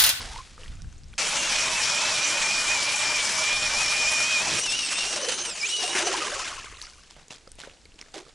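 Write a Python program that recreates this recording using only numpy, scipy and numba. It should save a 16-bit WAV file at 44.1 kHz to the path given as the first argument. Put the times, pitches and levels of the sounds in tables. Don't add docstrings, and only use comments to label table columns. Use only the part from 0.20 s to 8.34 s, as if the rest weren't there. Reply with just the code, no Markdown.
import sys
import numpy as np
from scipy import signal
from scipy.fft import rfft, irfft, next_fast_len
from scipy.io import wavfile
from scipy.ndimage import uniform_filter1d
from numba import njit

SR = 44100
rng = np.random.default_rng(int(sys.argv[2]) if len(sys.argv) > 2 else 0)


def field_ratio(decibels):
    return 10 ** (np.asarray(decibels, dtype=float) / 20)


def generate_wav(sig):
    pcm = np.round(np.clip(np.atleast_2d(sig).T, -1, 1) * 32767).astype(np.int16)
    wavfile.write(sys.argv[1], SR, pcm)


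N = 358974
T = np.arange(N) / SR
CUT_S, CUT_ENDS_S = .9798, 4.4
TURN_HZ, HEAVY_BLADE_S = 2.916, 1.503
# (frequency [Hz], level [dB per Hz])
SLUSH_COLOUR = [(71, -20), (120, -18.5), (242, -11), (304, -10), (1040, -4), (2070, -2.5), (2970, 2),
                (3390, -3), (6100, -0.5), (10600, -11.5), (11200, -26), (14600, -58), (22000, -120)]


def curve(table):
    s, *columns = np.vstack(table).T
    gate = uniform_filter1d(1. * ((T >= s[0] - .01) & (T < s[-1] + .01)), size=64)
    return [np.interp(T, s, c) for c in columns] + [gate]


def at_hz(points, hz):
    f, db = np.transpose(points)
    return np.interp(np.log(hz + 1), np.log(f), db)


def unit(x):
    return x / np.sqrt(np.mean(x ** 2))


def colour(x, points):
    size = next_fast_len(len(x))
    hz = np.arange(size // 2 + 1) * SR / size
    return irfft(rfft(x, size) * field_ratio(at_hz(points, hz)), size)[:len(x)]


def walk(rate_hz, t=T):
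    return 1.2 * np.interp(t * rate_hz, np.arange(4096), rng.standard_normal(4096))


@njit
def svf(x, hz, width_hz):
    y, band, low = np.empty(len(x)), 0., 0.
    for i in range(len(x)):
        g, k = np.tan(np.pi * hz[i] / SR), width_hz / hz[i]
        v = (band + g * (x[i] - low)) / (1 + g * (g + k))
        band, low, y[i] = 2 * v - band, low + 2 * g * v, k * v
    return y


def resonant_noise(hz, width_hz):
    once = svf(rng.standard_normal(N), hz, 1. * width_hz)
    return unit(svf(once, hz, 1. * width_hz))


def grains(control, points, rate_hz, spread_db, smear_s, hiss, flicker_db):
    treble_db, bass_db, gate = control
    on = np.flatnonzero(gate)
    n, size = len(on), next_fast_len(len(on))
    cracks = (rng.random(N) < rate_hz / SR) * field_ratio(spread_db * np.minimum(rng.exponential(size=N), 3))
    tails = signal.lfilter([1], [1, -np.exp(-1 / (smear_s * SR))], cracks[on])
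    hz = np.arange(size // 2 + 1) * SR / size
    spectrum = rfft((hiss + unit(tails)) * rng.standard_normal(N)[on], size) * field_ratio(at_hz(points, hz))
    treble = np.linalg.norm(spectrum[(hz > 3300) & (hz < 10000)]) * np.sqrt(2) / size
    bass = np.linalg.norm(spectrum[(hz > 250) & (hz < 1600)]) * np.sqrt(2) / size
    out = np.zeros(N)
    for centre_hz in 80 * 2 ** (np.arange(16) / 2):
        bell = np.cos(np.pi / 2 * np.clip(2 * np.log2((hz + 1) / centre_hz), -1, 1)) ** 2
        bass_share = np.clip(np.log2(3300 / centre_hz), 0, 1)
        tilt = (field_ratio(bass_db[on]) / bass) ** bass_share / treble ** (1 - bass_share)
        level = field_ratio(treble_db[on] + flicker_db * walk(25., T[on]))
        out[on] += irfft(spectrum * bell, size)[:n] * tilt * level
    return out * gate


def rings(level_db, span_s, count, lo_hz, hi_hz, cycles, glide):
    out, t = np.zeros(N + 2048), np.arange(2048) / SR
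    for when, pitch, size in rng.random((count, 3)):
        i = int((span_s[0] + when * (span_s[1] - span_s[0])) * SR)
        hz = lo_hz * (hi_hz / lo_hz) ** pitch
        u = t * hz / cycles
        swell = u * np.exp(1 - u)
        out[i:i + 2048] += field_ratio(level_db[i] - 10 * size) * swell * np.sin(2 * np.pi * hz * t * (1 + glide * u))
    return out[:N]


def bursts(table, attack_s, fall_db_s, end_s):
    treble = bass = 1e-16
    for s, hold_s, db, bass_db in table:
        rise = np.clip((T - s) / attack_s + 1, 0, 1) ** 2
        power = rise * field_ratio(2 * (db - fall_db_s * np.clip(T - s - hold_s, 0, None)))
        treble, bass = treble + power, bass + power * field_ratio(2 * bass_db)
    gate = 1. * ((T >= table[0][0] - attack_s) & (T < end_s))
    return 10 * np.log10(treble), 10 * np.log10(bass / treble), gate


def ticks(table, cycles, crack, tail_s, tail_db):
    out, t = np.zeros(N + 4096), np.arange(4096) / SR
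    for s, db, hz, bass_db in table:
        noise = rng.standard_normal(4096)
        ring = np.sin(2 * np.pi * hz * t) * np.exp(-t * hz / cycles)
        spray = noise * (crack * np.exp(-t / 0.00021) + field_ratio(tail_db) * np.exp(-t / tail_s))
        knock = field_ratio(bass_db) * np.sin(2 * np.pi * 450. * t) * np.exp(-t / .0035)
        i = int(s * SR)
        out[i:i + 4096] += field_ratio(db) * (ring + spray + knock)
    return out[:N]


def stack(mesh_hz, orders, wobble, flutter_db):
    phase = 2 * np.pi * np.cumsum(mesh_hz * (1 + wobble * walk(90.))) / SR
    lines = []
    for k, db in orders:
        level = np.sqrt(2) * field_ratio(db + flutter_db * walk(60.))
        lines.append(level * np.sin(k * phase) * (k * mesh_hz < .45 * SR))
    return lines


def gear_hiss(hz, db):
    hz = hz * (1 + .03 * walk(12.))
    return resonant_noise(hz, 500) * field_ratio(db + 4 * walk(22.))


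def housing(hz):
    # (centre [Hz], width [Hz])
    shell = (2550., 800.)
    centre_hz, width_hz = shell
    return 1 / (1 + (2 * (hz - centre_hz) / width_hz) ** 2) + .14 * (hz > centre_hz)


def loaded_speed():
    # (time [s], mesh rate [Hz])
    speed = [(.98, 650), (1.14, 638.5), (1.5, 612), (1.7, 600), (2.45, 588), (2.62, 575.3), (3.15, 570.6),
             (3.55, 584.4), (4.2, 612), (4.385, 635)]
    # (bite time [s], run-up [Hz], run-up length [s])
    slips = [(1.165, 28, .03), (1.27, 70, .17), (1.575, 52, 0.096), (1.71, 22, .06), (1.9, 61.5, .15),
             (2.055, 20, .05), (2.209, 40.7, 0.089), (2.42, 25.4, .18), (2.532, 44, .06), (2.7, 22, .06),
             (2.95, 32.7, .3), (3.44, 35.7, 0.28), (3.621, 42, .06), (3.8, 17.2, .14), (3.95, 18, .1),
             (4.11, 26, .1), (4.27, 45, .07)]
    hz, gate = curve(speed)
    run_up = 0
    for s, up_hz, run_s in slips:
        run_up = run_up + np.interp(T, [s - run_s, s - .6 * run_s, s, s + .05], [0, .7 * up_hz, up_hz, 0])
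    return hz + run_up, gate


def loaded_drill():
    # (mesh multiple, level [dB re strongest])
    orders = [(1, -21), (2, -19), (3, -18), (4, 0.), (5, -14), (6, -18), (9, -11), (12, -17)]
    # (time [s], level change [dB], half length [s])
    level_moves = [(1.12, -8, .03), (1.21, 7, .08), (1.56, 3, .06), (1.86, 3, .06), (2.45, -8, .03),
                   (2.72, -8, .025), (3.1, -8, .08), (3.5, -7, .04), (3.66, -4, .03)]
    hz, gate = loaded_speed()
    move_db = sum(np.interp(T, [s - half_s, s, s + half_s], [0, db, 0]) for s, db, half_s in level_moves)
    shell = 0.29 + 0.64 / np.sqrt(1 + (2 * (4 * hz - 2425) / 195) ** 2)
    level_db = -33 + 2.05 * (T - CUT_S) - 7 * (T > 4.22)
    whine = sum(stack(hz, orders, wobble=0.009, flutter_db=2.0)) * field_ratio(move_db + level_db) * shell
    return (whine + gear_hiss(9 * hz, -40.5)) * gate


def free_drill():
    # (time [s], mesh rate [Hz], level [dB])
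    free = [(4.395, 920, -36), (4.446, 986, -31), (4.5, 866, -27), (4.565, 981, -34), (4.62, 943, -27.5),
            (4.69, 866, -37), (4.79, 916, -30), (4.924, 945, -35), (4.955, 893, -41), (5.024, 1007, -37),
            (5.12, 1019, -34), (5.23, 1035, -43)]
    # (time [s], mesh rate [Hz], level [dB])
    sag = [(5.255, 1010, -39), (5.285, 925, -36), (5.35, 765, -43), (5.422, 552, -33), (5.45, 615, -25),
           (5.475, 770, -42), (5.497, 925, -35), (5.52, 972, -29)]
    # (time [s], mesh rate [Hz], level [dB])
    last = [(5.6, 969, -27.5), (5.644, 922, -33), (5.7, 953, -31), (5.8, 985, -38), (5.92, 994, -50),
            (6.0, 990, -55), (6.08, 883, -54)]
    shell_orders = [(3, 0.), (4, 1.5), (5, -14)]
    vent_orders = [(6, 1.), (9, 2.5), (12, -3.5)]
    hz, db, gate = curve([free, sag, last])
    hz = uniform_filter1d(hz, size=500)
    lines = stack(hz, shell_orders, wobble=.009, flutter_db=3.5)
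    gains = [housing(k * hz) for k, _ in shell_orders]
    gains[0] = gains[0] * field_ratio(-.05 * np.clip(860 - hz, 0, None))
    low = sum(v * g for v, g in zip(lines, gains)) / np.max(gains, axis=0)
    upper = 0
    for line, (k, _) in zip(stack(hz, vent_orders, wobble=.011, flutter_db=3.5), vent_orders):
        vent = np.minimum(np.minimum(k * hz / 5050, 8250 / (k * hz)), 1) ** 9
        upper = upper + line * vent
    upper = upper + gear_hiss(6 * hz, 0) * np.minimum(hz / 900, 1) ** 4
    upper_db = -43 + 1.5 * walk(12.) - 7 * np.clip(T - 5.9, 0, None) / .1
    return (low * field_ratio(db - 3.5) + upper * field_ratio(upper_db)) * gate


def blade_turn():
    return np.cos(2 * np.pi * TURN_HZ * (T - HEAVY_BLADE_S))


def grind():
    lift = np.clip((T - CUT_ENDS_S) / 0.039 + 1, 0, 1)
    swell_db = 0 * blade_turn()
    gate = uniform_filter1d(1. * ((T >= CUT_S - .01) & (T < CUT_ENDS_S)), size=64)
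    treble_db = -28.5 - 0.26 * (T - CUT_S) + 2.5 * lift - 0.13 * swell_db
    return treble_db, -8 + swell_db, gate


def auger(cut):
    # (centre [Hz], width [Hz], level [dB re cutting], swell per turn [dB])
    modes = [(612, 65, -19, 3.5), (940, 270, -19.5, 9.5), (3140, 440, -13, -1), (5800, 2500, -9, 1.5),
             (7570, 550, -17, 0)]
    db, _, gate = cut
    turn = blade_turn()
    out = 0
    for hz, width_hz, ring_db, swell_db in modes:
        centre_hz = hz * (1 + 0.042 * walk(7.))
        ring = resonant_noise(centre_hz, width_hz)
        out = out + ring * field_ratio(ring_db + swell_db * turn + 2.2 * walk(16.))
    return out * field_ratio(db) * gate


def cutting():
    # (frequency [Hz], level [dB per Hz])
    ice_colour = [(59, -38), (100, -13.5), (406, -13.5), (615, -8.5), (706, -10), (2050, -4.5), (2400, 3),
                  (2650, -1.5), (5500, 0), (7400, -2.5), (11200, -13), (14600, -100), (22000, -120)]
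    cut = grind()
    ice = grains(cut, ice_colour, rate_hz=2200.0, spread_db=8.0, smear_s=0.0037, hiss=1.3, flicker_db=1.85)
    chips = rings(cut[0] - 8., (.98, 4.38), count=1100, lo_hz=793.0, hi_hz=8230.0, cycles=7.1, glide=-0.0011)
    return field_ratio(-0.6) * ice + chips + auger(cut)


def breakthrough():
    hit_s, hold_s = 4.28, .075
    boom_db = -37 - 170 * np.clip(hit_s - T, 0, None) - 280 * np.clip(T - hit_s - hold_s, 0, None)
    churn_db = np.where(T > hit_s, -50.5 - 6 * (T - hit_s), -120) - 60 * np.clip(T - 5.4, 0, None)
    noise = unit(svf(rng.standard_normal(N), np.full(N, 170.), 306.0))
    return noise * field_ratio(np.maximum(boom_db, churn_db) + 0.5 + 2.2 * walk(40.))


def thrown_level():
    # (time [s], hold [s], treble [dB], bass [dB re treble])
    throws = [(4.4, 0.46, -29, -12.5), (4.72, 0.26, -38, -4.5), (4.96, 0.15, -34, -7),
              (5.2, 0.23, -35, -10.5), (5.47, 0.099, -31, -18), (5.62, 0.016, -28.5, -7),
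              (5.76, 0.019, -29.5, -1.5), (5.86, 0.18, -34, -5.5), (6.05, 0.12, -37, -6),
              (6.26, 0.065, -40, -4.5), (6.612, 0.0089, -49, -34)]
    return bursts(throws, attack_s=0.053, fall_db_s=51, end_s=10.0)


def slush(thrown):
    wet = grains(thrown, SLUSH_COLOUR, rate_hz=380.0, spread_db=4.0, smear_s=0.0047, hiss=1.0, flicker_db=2.0)
    beads = rings(thrown[0] + 5, (5.9, 6.9), count=380, lo_hz=1000, hi_hz=8000, cycles=3, glide=0)
    return field_ratio(-3.0) * wet + beads


def splashes():
    # (time [s], peak [dB])
    slaps = [(4.4563, -7.5), (4.615, -26), (4.6847, -11), (4.715, -11.5), (4.835, -8), (4.925, -6),
             (5.084, -5), (5.115, -7), (5.223, -31), (5.2472, -9.5), (5.62, -10), (5.7593, -11), (5.78, -3),
             (5.867, -4), (5.9264, -9), (5.964, -10), (6.018, -11), (6.045, -15), (6.1389, -10),
             (6.188, -13), (6.216, -22), (6.2621, -20), (6.3, -30), (6.34, -28), (6.612, -24)]
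    hits = np.zeros(N)
    s, db = np.transpose(slaps)
    hits[(s * SR).astype(int)] = field_ratio(db - 17.0)
    shape = np.exp(-T[:4096] / 0.017) * (1 - np.exp(-T[:4096] / 0.0025))
    return signal.fftconvolve(hits, shape)[:N] * unit(colour(rng.standard_normal(N), SLUSH_COLOUR))


def gurgle(thrown):
    # (time [s], peak [dB], pitch [Hz])
    bubbles = [(.388, -43, 517), (4.962, -25.5, 608), (4.989, -26, 567), (5.029, -23, 479),
               (5.078, -20, 479), (5.634, -20, 763), (5.699, -30, 765), (5.751, -23.5, 358),
               (5.829, -33, 343), (5.871, -19.5, 679), (5.899, -27.5, 400), (5.939, -20, 883),
               (5.979, -26.5, 361), (6.018, -20, 1200), (6.059, -31, 423), (6.122, -25.5, 582),
               (6.159, -31.5, 545)]
    # (time [s], resonance [Hz], level [dB])
    filling = [(.03, 760, -52), (.09, 727, -49), (.13, 855, -43), (.21, 1060, -45), (.24, 1110, -81)]
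    out, t = np.zeros(N + 8192), np.arange(8192) / SR
    shake = 0.066 * walk(60.)
    for s, db, hz in bubbles:
        i = int(s * SR)
        ring_s = 0.026 + 13.4 / hz
        swell = (1 - np.exp(-t / 0.0026)) * field_ratio(-60 * t / ring_s / 2)
        phase = 2 * np.pi * hz * np.cumsum(1 + 0.21 * t + shake[i:i + 8192]) / SR
        out[i:i + 8192] += 0.85 * field_ratio(db) * swell * np.sin(phase)
    treble_db, bass_db, _ = thrown
    small = rings(treble_db + bass_db - 2.0, (4.85, 6.22), count=260, lo_hz=318.3, hi_hz=1588.0,
                  cycles=7.0, glide=0.03)
    hz, db, gate = curve(filling)
    return out[:N] + small + resonant_noise(hz, 130) * field_ratio(db - 2.0) * gate


def drip():
    # (time [s], hold [s], treble [dB], bass [dB re treble])
    runs = [
        (0, 0.014, -39.5, -4.5),
        (.12, 0.015, -47.5, -8),
        (.41, 0.019, -53.5, -3),
        (.7, .02, -86, -12),
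        (.93, 0.034, -61, -15),
    ]
    # (frequency [Hz], level [dB per Hz])
    drip_colour = [(120, -39), (200, -4.5), (606, -5.5), (908, -5.5), (1190, -2), (5480, -5.5),
                   (11100, -17), (14400, -62), (22000, -120)]
    level = bursts(runs, attack_s=0.038, fall_db_s=66, end_s=0.86)
    return grains(level, drip_colour, rate_hz=350.0, spread_db=2.5, smear_s=0.0041, hiss=1.0, flicker_db=0.5)


def boots():
    # (time [s], hold [s], treble [dB], bass [dB re treble])
    footfalls = [(6.9, 0.011, -52.5, -7), (6.965, 0.042, -59.5, 6), (7.106, 0.0043, -43.5, -1.5),
                 (7.12, .06, -66, -6), (7.388, 0.043, -45.5, -7), (7.44, 0.026, -50, 3.5),
                 (7.79, 0.02, -51.5, -3), (7.86, .01, -66, 5), (7.943, .012, -41, -2.5),
                 (7.955, 0.024, -50, 1.5), (8.06, 0.032, -60, 1)]
    # (frequency [Hz], level [dB per Hz])
    crunch_colour = [(88, -35), (150, -3.5), (173, -17), (443, -8), (1150, -11), (6880, -21), (11200, -34),
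                     (14600, -59), (22000, -120)]
    treble_db, bass_db, gate = bursts(footfalls, attack_s=0.0075, fall_db_s=223, end_s=9)
    crust = rings(treble_db + bass_db + 3.2, (7.94, 8.03), count=45, lo_hz=304, hi_hz=905, cycles=2.2, glide=0)
    grit = rings(treble_db + 1.6, (6.9, 8.1), count=500, lo_hz=1390, hi_hz=4480, cycles=1.2, glide=0)
    crunch = grains((treble_db - 1.5, bass_db - 1.5, gate), crunch_colour, rate_hz=1300.0, spread_db=8.5,
                    smear_s=0.0013, hiss=0.24, flicker_db=-0.8)
    return crust + grit + crunch


def drops_and_crumbs():
    # (time [s], peak [dB], ring [Hz],
    # bass [dB re peak])
    drops_crumbs = [(0.0166, -23.5, 4430, -23), (0.1595, -29.5, 2130, -16), (0.1804, -31, 3900, -18),
                    (0.3793, -36, 1260, -21), (0.4152, -41, 2950, -2), (0.4342, -31, 2880, -22),
                    (0.4803, -32, 3280, -24), (0.603, -48, 1420, -19), (0.62, -30, 5650, -34),
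                    (0.6456, -43, 1570, -16), (0.7272, -46.5, 1530, -36), (0.7617, -47, 4260, -17),
                    (0.7806, -40, 6590, -16), (0.835, -38, 4730, -29), (0.938, -39, 1500, -18),
                    (6.3986, -27.5, 2670, -25), (6.4438, -32, 2100, -9), (6.5252, -34.5, 2130, -7),
            (6.5709, -33, 3970, -16), (6.616, -20.5, 4380, -38), (6.6985, -32, 4770, -35),
            (6.8353, -36, 5370, -34), (6.909, -31.5, 5400, -32), (7.0311, -42, 4160, -17),
            (7.0827, -31, 6930, -22), (7.1063, -29.5, 2740, -36), (7.161, -32, 5030, -20),
            (7.1857, -54, 3710, -10), (7.274, -39.5, 1300, -0.5), (7.3176, -27, 8550, -35),
            (7.3546, -36, 8900, -20), (7.386, -40, 2810, -4), (7.417, -33, 3670, -28),
            (7.4362, -31, 1540, -28), (7.497, -36, 2630, -27), (7.6547, -35, 4430, -14),
            (7.742, -44, 4270, -5), (7.79, -35, 3000, -27), (7.8135, -23.5, 5440, -27),
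            (7.8612, -45, 1720, -2), (7.9416, -43, 2240, 4), (8.0652, -47, 4730, 1),
            (8.0652, -45, 1210, -9)]
    heels = [(6.965, -44, 600, -6), (7.275, -41.5, 525, -1), (7.387, -41, 610, -3), (7.474, -35.5, 545, -6),
             (7.513, -41, 2960, -24), (7.719, -61, 452, -19), (7.759, -52, 330, -10),
             (7.825, -35, 2090, -23), (8.08, -46, 506, -15), (8.094, -59, 595, -22)]
    single_drops = [(.004, -37, 1030, -30), (.161, -32, 945, -30), (.187, -33.5, 1110, -30),
                    (.46, -38, 1930, -30), (.521, -42, 3600, -30), (.529, -47, 1440, -30),
                    (.547, -57, 1290, -30), (.554, -39, 7200, -30), (.57, -48, 2500, -30),
                    (.727, -41, 6300, -30), (.786, -45, 6800, -39), (.842, -42, 5500, -33),
                    (.884, -45, 6800, -30), (.929, -47, 9100, -35), (.9328, -38, 2380, -27),
                    (.939, -38, 3300, -30), (.955, -44, 5300, -30), (6.625, -25, 5970, -30),
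                    (6.655, -29, 4860, -25), (6.668, -32, 5200, -35), (6.672, -39, 2180, -39),
                    (6.735, -37, 5100, -30), (6.775, -45, 2700, -30), (6.818, -47, 4000, -30),
                    (6.873, -48, 2700, -35), (6.958, -44, 3000, -34), (7.118, -36, 2660, -30),
                    (7.136, -48, 5000, -30), (7.17, -43, 4800, -30), (7.276, -36, 4900, -30),
                    (7.292, -43, 8500, -30), (7.402, -29, 7500, -26), (7.54, -44, 4300, -30),
                    (7.572, -46, 2900, -30), (7.6151, -43, 5220, -30), (7.657, -42, 2200, -24),
                    (7.72, -44, 2800, -30), (7.7583, -44, 5400, -30), (7.813, -39, 2240, -30),
                    (7.92, -46, 7000, -30), (8.094, -46, 3800, -30), (8.108, -51, 2200, -30)]
    hits = ticks(drops_crumbs + heels, cycles=3., crack=0.25, tail_s=0.004, tail_db=-22)
    return hits + ticks(single_drops, cycles=4.5, crack=0.1, tail_s=0.003, tail_db=-26)


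def wind():
    # (time [s], level [dB])
    gusts = [(0, -42), (.37, -45.5), (.49, -38.5), (.97, -42.5), (.99, -54), (1.64, -51), (2.07, -61),
             (2.4, -48), (2.8, -60.5), (3.4, -46.5), (3.48, -44), (3.62, -49.5), (4.95, -63.5), (6.25, -58),
             (6.37, -47), (7.26, -65), (7.34, -55), (8.14, -63)]
    # (frequency [Hz], level [dB per Hz])
    rumble = [(8.8, -26), (15, 7.5), (70, -1.5), (216, -21.5), (321, -28.5), (400, -61), (520, -65),
              (880, -120)]
    db = curve(gusts)[0]
    mid, side = (unit(colour(rng.standard_normal(N), rumble)) for _ in range(2))
    return field_ratio(db + 2.5 * walk(14.)) * np.array([mid + .26 * side, 1.08 * mid - .26 * side])


def open_air():
    # (frequency [Hz], level [dB per Hz])
    air_colour = [(88, -21), (150, -3.5), (443, -7), (1020, -12), (4710, -11.5), (7810, -14), (11200, -26),
                  (14600, -52), (22000, -120)]
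    return unit(colour(rng.standard_normal(N), air_colour)) * field_ratio(-59 + 0.5 * walk(19.0))


def scene():
    # (frequency [Hz], level [dB re middle])
    port_side = [(100, -10.5), (300, -16.5), (2000, -16), (5000, -16.5), (10000, -9.5)]
    # (frequency [Hz], level [dB re middle])
    port_lean = [(100, -44.5), (5000, -44), (7500, -23), (10000, -22)]
    thrown = thrown_level()
    drilling = (cutting() + loaded_drill() + free_drill()) * (T >= CUT_S)
    water = breakthrough() + slush(thrown) + splashes() + gurgle(thrown) + drip() * (T < CUT_S)
    walking = boots() + drops_and_crumbs()
    mid = drilling + water + walking + open_air()
    side = colour(mid * walk(300.), port_side) + colour(mid, port_lean)
    side = side - .16 * np.clip(T - 7.0, 0, None) * walking
    return np.array([mid + side, mid - side]) + wind()


def top_cut(x):
    return signal.sosfilt(signal.butter(12, 11360, fs=SR, output="sos"), x)


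def record(dry):
    ceiling, top_hz = .36, 11280
    low_pass = signal.ellip(12, .2, 70, top_hz, fs=SR, output="sos")
    mix = signal.sosfilt(low_pass, ceiling * np.tanh(dry / ceiling))
    return top_cut(mix)


dry = scene()
out = record(dry)
generate_wav(out)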